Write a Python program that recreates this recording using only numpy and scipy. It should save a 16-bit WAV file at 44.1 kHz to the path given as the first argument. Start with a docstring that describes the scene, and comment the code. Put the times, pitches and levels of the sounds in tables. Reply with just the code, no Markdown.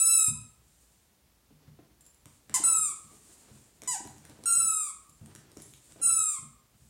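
"""A hollow rubber toy squeaks as a small dog bites and slams it on a rug over a wooden living-room floor.
Air driven through its reed makes a harmonic tone whose pitch sags with the pressure; refilling makes a hiss.
Landings of paws and toy excite damped board modes and a knock; teeth and claws click as short noise bursts.
A collar tag rings in high modes, fur and paws brush the rug as shaped noise, and the room adds its tail."""
import sys
import numpy as np
from scipy import signal
from scipy.fft import rfft, irfft
from scipy.io import wavfile

SR = 44100
rng = np.random.default_rng(int(sys.argv[2]) if len(sys.argv) > 2 else 0)


def put_to_file(sound):
    """Save the sound as 16-bit audio at rate SR, in the file named by the first command-line argument."""
    columns = np.atleast_2d(sound).T  # one column per channel
    safe = np.clip(columns, -1, 1)
    whole_steps = np.round(safe * 32767)
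    wavfile.write(sys.argv[1], SR, whole_steps.astype(np.int16))


N = 303849
TIME = np.arange(N) / SR

# Bites on the toy: start t/s, build-up/s, time to empty/s, release t/s, top pitch f/Hz, sag/share,
# top level/dB (relative), start below top/dB, fade/dB, fundamental/dB, outer overtones/dB, air leak/dB
BITES = [ (0, 0.13, 0.25, .289, 1331, 0.097, -19, 4.5, 14, -17, 2.5, -59.5),
         (2.637, .002, .295, 2.925, 1350, 0.11, -20.5, 4, 12, -8.5, -2, -40.5),
         (4.457, .026, .43, 4.91, 1375, .108, -21.5, 4, 12, -7, -0.5, -39.5),
         (6.015, 0.019, 0.34, 6.39, 1354, 0.097, -21.5, 15.5, 10, -10, -2, -34.5)]
# Sudden blows on the toy: start t/s, time to empty/s, release t/s, pitch f/Hz, pitch drop/share,
# hold of the pitch (power), level/dB (relative), fade/dB, air leak/dB
BLOWS = [ (2.541, .049, 2.59, 1038, 0.38, 2.2, -22.5, 28, -8),
         (3.875, .081, 3.975, 998, .24, 3.4, -30, 9.5, -19)]
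# Colour of the reed in its short plastic tube when squeezed: f/Hz, level/dB
SQUEEZED_REED = [(1000, -6.5), (1330, -5), (2000, -16), (2700, -23.5), (4000, -22.5), (5300, -21.5),
                 (6600, -16.5), (7300, 2.5), (8000, 3), (9300, 0.5), (10600, -10), (12500, -22.5),
                 (16000, -24.5)]
# Colour of the same reed when slammed: f/Hz, level/dB
SLAMMED_REED = [(750, -7.5), (1000, -12), (2000, -14.5), (3000, -20), (4000, -21), (5000, -11.5),
                (6000, -9.5), (7000, 2), (8000, 1), (9000, -4.5), (10500, -12.5), (13000, -23.5),
                (16000, -37)]
# Air drawn back through the silent reed: peak t/s, level/dB, rise/s, fall/s
REFILLS = [(.8, -67, .16, 0.24), (2.29, -66.5, 0.027, 0.16), (3.25, -60, 0.49, 0.48), (4.01, -66, .06, 0.8),
           (5.3, -70.5, 0.51, 0.203), (5.63, -60, 0.081, 0.12), (5.9, -64, 0.19, 0.27),
           (6.9, -66.5, 0.15, .2)]
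# Colour of air rushing through the squeaker: f/Hz, relative density/dB per Hz
AIR_COLOUR = [(400, -30.5), (1500, -20), (3000, -16), (4500, -12), (5700, -12), (7300, -1), (8100, -3),
              (8900, -2), (10500, -11), (13000, -17), (16000, -25)]
# Landings of paws and toy at set times: t/s, level/dB (relative), knock relative to that/dB
LANDINGS = [(.281, -31.5, -20), (1.506, -56, 0.5), (1.678, -45, -23), (1.7894, -58, 9.5),
            (2.257, -50, -3.5), (2.498, -52, 6), (2.599, -50.5, 10), (3.128, -60, 8), (3.513, -47.5, -18),
            (3.823, -62, 16.5), (4.004, -62.5, 16), (4.052, -46.5, 4), (4.293, -51, 2.5), (4.389, -57, 9),
            (4.436, -55, 10), (4.628, -47.5, -26), (5.213, -40, -13), (5.276, -55.5, 3), (5.355, -58.5, 6),
            (5.568, -54.5, 10.5), (5.96, -59, 11), (6.0, -64, 15), (6.113, -47.5, -3), (6.43, -48.5, -29),
            (6.819, -55, -22)]
# Modes of the floorboards under the rug: f/Hz (before detuning), level/dB (mean), t60/s
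BOARD_MODES = [(62, -14.5, 0.33), (91, -4, 0.084), (117, 0.5, 0.11), (144.3, -2, 0.26), (171, -7.5, 0.11),
               (215.7, -8, 0.17), (255, -29, 0.028)]
# Colour of the knock's rattle: f/Hz, relative density/dB per Hz
KNOCK_COLOUR = [(40, -49), (150, -10.5), (300, 11), (450, -3), (700, -5), (1300, -19.5), (3000, -22),
                (15000, -61)]
# Teeth and claws on the rubber: t/s, level/dB (relative)
CLICK_TIMES = [(2.257, -40), (2.4959, -35.5), (2.6325, -35), (3.8192, -34.5), (3.835, -35), (4.051, -39.5),
               (4.074, -37), (4.182, -42.5), (4.252, -40), (4.297, -39), (4.438, -35), (5.26, -40),
               (5.351, -34), (5.36, -40), (5.517, -44.5), (5.571, -37.5), (5.601, -38.5), (5.737, -39),
               (5.922, -44), (6.322, -41)]
# Colour of a click: f/Hz, relative density/dB per Hz
CLICK_COLOUR = [(400, -7.5), (1500, 1.5), (3000, -2.5), (5000, -0.5), (8500, 5.5), (11000, -3),
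                (16000, -18.5)]
# Collar tag touching its ring: t/s, level/dB (relative)
TAG_TOUCHES = [(2.0084, -46.5), (2.054, -57), (2.064, -46), (2.145, -53), (5.095, -46), (5.62, -40.5)]
# Modes of the tag: f/Hz (before detuning), level/dB (mean), t60/s
TAG_MODES = [(6430, -16.5, 0.035), (7350, 5, 0.14), (8600, -3.5, 0.067), (10200, 6, 0.054),
             (10970, -1, 0.06), (12350, -5, .035), (13800, -5, 0.044)]
# Lunges and turns brushing the rug: peak t/s, level/dB, rise/s, fall/s
SHUFFLES = [(1.66, -70, 0.067, 0.073), (1.95, -74.5, 0.1, 0.22), (2.6, -59, .1, 0.2),
            (3.38, -66, 0.46, 0.49), (4.43, -65.5, 0.34, 0.33), (5.35, -65.5, 0.12, 0.4),
            (6.0, -57.5, .08, 0.12)]
# Colour of rubbing on the rug: f/Hz, relative density/dB per Hz
RUG_COLOUR = [(25, -35), (60, -5), (110, -3.5), (350, -5), (550, -11.5), (2000, -19), (6000, -23.5),
              (9000, -39.5), (16000, -64)]
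# Colour of the still room: f/Hz, relative density/dB per Hz
STILL_ROOM_COLOUR = [(15, -31.5), (30, -18), (45, -8), (60, -0.5), (85, -13), (145, -15), (360, -22.5),
                     (560, -24.5), (890, -26.5), (1500, -29.5), (2500, -30.5), (9000, -31.5),
                     (16000, -33.5)]
# Reverberation time of the room: f/Hz, t60/s
ROOM_T60 = [(100, 0.59), (400, 0.52), (1200, 0.62), (3000, 0.55), (8000, 0.41), (15000, 0.19)]
# First echoes off floor, furniture, window and ceiling: delay/s, level/dB (before its drift)
ECHOES = [(.0047, -16), (.0093, -10.5), (0.014, -9), (0.0218, -14)]

# pressure falls steadily, then collapses: further loss of pitch and level, and how abruptly
COLLAPSE_SHARE, COLLAPSE_DB, COLLAPSE_POWER = .11, 10, 6.5
RISE_HZ_PER_S = 200  # while the jaws are still closing
SLACK_POWER = 3.2  # how late in a bite the reed goes slack
BLOW_SLACK = 1  # slackness at the end of a blow
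BLOW_FUNDAMENTAL_DB, BLOW_BUZZ_DB = 4.5, 1.45
EMPTY_DB_PER_S = 600  # extra decay once a blow has emptied the toy
STEPS_FROM_S, STEPS_PER_S = 2.5, 4
STEP_DB, STEP_SPREAD_DB, STEP_KNOCK_DB = -55, 4, -12
FIDGET_DB = -79.5  # constant brushing beneath the moves
STILL_ROOM_DB = -65.5
MIC_LOW_CUT_HZ, CUTOFF_HZ = 55, 15900


def from_db(db):
    """A level in decibels is twenty times the logarithm of an amplitude ratio."""
    return 10 ** (np.asarray(db) / 20)


def rms_one(x):
    """Dividing by the root mean square gives unit effective amplitude."""
    return x / np.sqrt(np.mean(x ** 2) + 1e-20)


def at_hz(points, hz):
    """A curve over frequency is interpolated on a logarithmic frequency axis."""
    known_hz, values = np.transpose(points)
    return np.interp(np.log(np.maximum(hz, 1)), np.log(known_hz), values)


def noise(spectrum, size=N):
    """Filtering white noise by a spectral envelope gives coloured noise, here of rms 1."""
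    hz = np.fft.rfftfreq(size, 1 / SR)
    white = rfft(rng.standard_normal(size))
    return rms_one(irfft(white * from_db(at_hz(spectrum, hz)), size))


def drift(per_s):
    """Joining random values, per_s of them a second, gives a slow fluctuation of rms 1."""
    knots = rng.standard_normal(N // 8)
    return rms_one(np.interp(TIME * per_s, np.arange(len(knots)), knots))


def swells(rows):
    """Each gain envelope is a Gaussian with separate time constants for rise and fall."""
    gain = 0
    for s, level_db, rise_s, fall_s in rows:
        width_s = np.where(TIME < s, rise_s, fall_s)
        gain = gain + from_db(level_db) * np.exp(-((TIME - s) / width_s) ** 2)
    return gain


def add(track, s, sound):
    """Sounds superpose linearly; this one starts at time s."""
    start = max(0, round(s * SR))
    track[start:start + len(sound)] += sound[:N - start]


def burst(spectrum, rise_s, t60, size=16384):
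    """Densely packed modes sound as noise that swells quickly and decays exponentially."""
    t = np.arange(size) / SR
    return noise(spectrum, size=size) * (1 - np.exp(-t / rise_s)) * from_db(-60 * t / t60)


def ring(modes, spread_db, detune, size=16384):
    """Modal excitation: each touch gives every damped mode a chance strength and shift in pitch."""
    t = np.arange(size) / SR
    hz, mode_db, t60 = np.transpose(modes)[:, :, None]
    strength_db = mode_db + spread_db * rng.standard_normal(hz.shape)
    hz = hz * (1 + detune * rng.uniform(-0.82, 1, hz.shape))
    partials = from_db(strength_db - 60 * t / t60) * np.sin(2 * np.pi * hz * t)
    return np.sum(partials, axis=0)


def reed(pitch, level_db, slack, colour, fundamental_db, buzz_db, air_db, jitter,
         waver=0.0012, mellow_db=9, slack_waver=0.0095, leak_db=13, slack_jitter=.004, dull_db=4):
    """A reed chops air into harmonic pulses; slackness (0-1) adds waver and leak and dulls the overtones."""
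    size = len(pitch)
    t = np.arange(size) / SR
    fast = (jitter + slack_jitter * slack) * drift(900)[:size]
    slow = (waver + slack_waver * slack) * drift(150)[:size]
    hz = pitch * (1 + fast + slow)
    phase = 2 * np.pi * np.cumsum(hz) / SR
    orders = np.arange(1, 21)[:, None]
    outer = (orders > 1) & ((orders < 5) | (orders > 7))  # all overtones but the 5th to 7th
    partial_db = at_hz(colour, orders * hz) + fundamental_db * (orders == 1) + buzz_db * outer
    partial_db = partial_db + slack ** 2 * (mellow_db / orders - dull_db * orders / 10)
    audible = orders * hz < SR / 2
    tone = np.sum(from_db(partial_db) * audible * np.cos(orders * phase), axis=0)
    # turbulence escapes each time the reed opens
    opening = 1 + np.cos(phase)
    air = from_db(air_db + leak_db * slack) * noise(AIR_COLOUR, size=32768)[:size] * opening
    gate = np.clip(t / 0.00047, 0, 1) * np.clip((t[-1] - t) / 0.0014, 0, 1)
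    return (tone + air) * from_db(level_db) * gate


def bites(tremble=0.0064):
    """Reed pitch and level follow pressure as it builds, sags and collapses, with growing unsteadiness."""
    out = np.zeros(N)
    for (s, build_s, empty_s, release_s, top_hz, sag, top_db, start_db, fade_db,
         fundamental_db, buzz_db, air_db) in BITES:
        t = np.arange(round((release_s - s) * SR)) / SR
        closing_s = np.maximum(build_s - t, 0)
        spent = np.clip((t - build_s) / empty_s, 0, 1)
        collapse = spent ** COLLAPSE_POWER
        unsteady = tremble * spent * drift(45)[:len(t)]
        pitch = top_hz * (1 - sag * spent - COLLAPSE_SHARE * collapse + unsteady)
        pitch = pitch - RISE_HZ_PER_S * closing_s
        level_db = top_db - start_db * closing_s / build_s - fade_db * spent - COLLAPSE_DB * collapse
        add(out, s, reed(pitch, level_db, spent ** SLACK_POWER, SQUEEZED_REED,
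                         fundamental_db, buzz_db, air_db, jitter=0.00087))
    return out


def first_echoes(x, moving_db=2.5):
    """Early reflection: surfaces return delayed copies, whose share drifts as the dog swings the toy."""
    out = x.copy()
    for delay_s, echo_db in ECHOES:
        delayed = np.interp(TIME - delay_s, TIME, x, left=0)
        out += delayed * from_db(echo_db + moving_db * drift(25))
    return out


def room(x, wet_db, build_s=0.0059):
    """Diffuse reverberation: convolution with noise that decays at its own rate in each band."""
    t = np.arange(SR) / SR
    edges = np.geomspace(50, 18000, 13)  # Hz
    tail = 0
    for low, high in zip(edges, edges[1:]):
        band_filter = signal.butter(2, [low, high], "band", fs=SR, output="sos")
        band = signal.sosfilt(band_filter, rng.standard_normal(SR))
        tail = tail + band * from_db(-60 * t / at_hz(ROOM_T60, np.sqrt(low * high)))
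    tail = rms_one(tail * (1 - np.exp(-(t / build_s) ** 2))) / np.sqrt(SR)  # unit energy
    return from_db(wet_db) * signal.fftconvolve(x, tail)[:N]


def scuffing(uneven_db=3.0):
    """Friction on the rug's pile gives coloured noise of uneven strength."""
    gain = from_db(FIDGET_DB) + swells(SHUFFLES)
    return gain * noise(RUG_COLOUR) * from_db(uneven_db * drift(35))


def still_room():
    """A steady background is stationary coloured noise."""
    return from_db(STILL_ROOM_DB) * noise(STILL_ROOM_COLOUR)


def dropped_toy(hz=1005, level_db=-54, t60=0.22):
    """A damped resonance: the hollow toy pings at the first landing, as it falls from the dog's mouth."""
    t = np.maximum(TIME - LANDINGS[0][0], 0)
    envelope = from_db(level_db - 60 * t / t60) * (1 - np.exp(-t / 0.0008))
    return envelope * np.sin(2 * np.pi * hz * t)


def thuds(cushion_s=0.0037, boom_db=-1, push_s=0.00049, push_db=-1, rattle_db=-1.0):
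    """Impact excites board modes through the soft rug, with a knock made of one short push and a rattle."""
    out = np.zeros(N)
    for s, level_db, knock_db in list(LANDINGS) + light_steps():
        boom = from_db(boom_db) * ring(BOARD_MODES, spread_db=2, detune=0.12)
        t = np.arange(len(boom)) / SR
        boom = boom * (1 - np.exp(-t / cushion_s))
        push = t / push_s * (2 - t / push_s) * np.exp(1 - t / push_s)
        rattle = burst(KNOCK_COLOUR, rise_s=0.0012, t60=0.081)
        knock = from_db(push_db) * push + from_db(rattle_db) * rattle
        add(out, s, from_db(level_db) * (boom + from_db(knock_db) * knock))
    return out


def refill(flutter_db=1.5):
    """Elastic recovery: the rubber springs back and draws a thin turbulent hiss through the squeaker."""
    return swells(REFILLS) * noise(AIR_COLOUR) * from_db(flutter_db * drift(27))


def collar_tag(gain_db=-16, tick_db=-2):
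    """Each contact gives a broadband tick and sets the tag's damped modes ringing."""
    out = np.zeros(N)
    for s, touch_db in TAG_TOUCHES:
        add(out, s, from_db(touch_db + gain_db) * ring(TAG_MODES, spread_db=3.5, detune=0.0044))
        # the tick borrows the colour of the air
        add(out, s, from_db(touch_db + tick_db) * burst(AIR_COLOUR, rise_s=.0001, t60=0.01, size=4096))
    return out


def clicks(gain_db=-1):
    """Heavily damped contact: teeth and claws give short dry bursts of noise."""
    out = np.zeros(N)
    for s, click_db in CLICK_TIMES:
        snap = burst(CLICK_COLOUR, rise_s=.0001, t60=0.0069, size=4096)
        add(out, s, from_db(click_db + gain_db) * snap)
    return out


def light_steps(count=24):
    """Chance shifts in time and level make a regular pace an uneven patter, as rows like LANDINGS."""
    chance = rng.standard_normal((count, 2))
    times = STEPS_FROM_S + (np.arange(count) + 0.77 * chance[:, 0]) / STEPS_PER_S
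    return [(s, STEP_DB + STEP_SPREAD_DB * weight, STEP_KNOCK_DB)
            for s, weight in zip(times, chance[:, 1]) if s < TIME[-1]]


def blows():
    """Sudden loss of pressure: a slam gives a low, rough chirp whose pitch holds briefly and plunges."""
    out = np.zeros(N)
    for s, empty_s, release_s, top_hz, drop, power, top_db, fade_db, air_db in BLOWS:
        t = np.arange(round((release_s - s) * SR)) / SR
        collapse = np.minimum(t / empty_s, 1) ** power
        pitch = top_hz * (1 - drop * collapse)
        level_db = top_db - fade_db * collapse - EMPTY_DB_PER_S * np.maximum(t - empty_s, 0)
        add(out, s, reed(pitch, level_db, BLOW_SLACK * collapse, SLAMMED_REED,
                         BLOW_FUNDAMENTAL_DB, BLOW_BUZZ_DB, air_db, jitter=0.0019))
    return out


def scene():
    """Superposition: squeaks and contacts with their reverberation, over soft noises left dry."""
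    squeaks = from_db(-3.0) * bites() + from_db(-4.0) * blows()
    toy = first_echoes(squeaks) + room(squeaks, wet_db=-4.5)
    soft = refill() + scuffing() + still_room()
    contacts = dropped_toy() + clicks() + collar_tag() + thuds()
    dog = contacts + room(contacts, wet_db=-3)
    return (toy + dog + soft)[None]


def record(dry):
    """Band limitation: the small microphone loses the deepest bass, and the top is cut steeply."""
    low_cut = signal.butter(2, MIC_LOW_CUT_HZ, "high", fs=SR, output="sos")
    top_cut = signal.ellip(12, .2, 80, CUTOFF_HZ, fs=SR, output="sos")
    return signal.sosfilt(top_cut, signal.sosfilt(low_cut, dry))


dry = scene()
out = record(dry)
put_to_file(out)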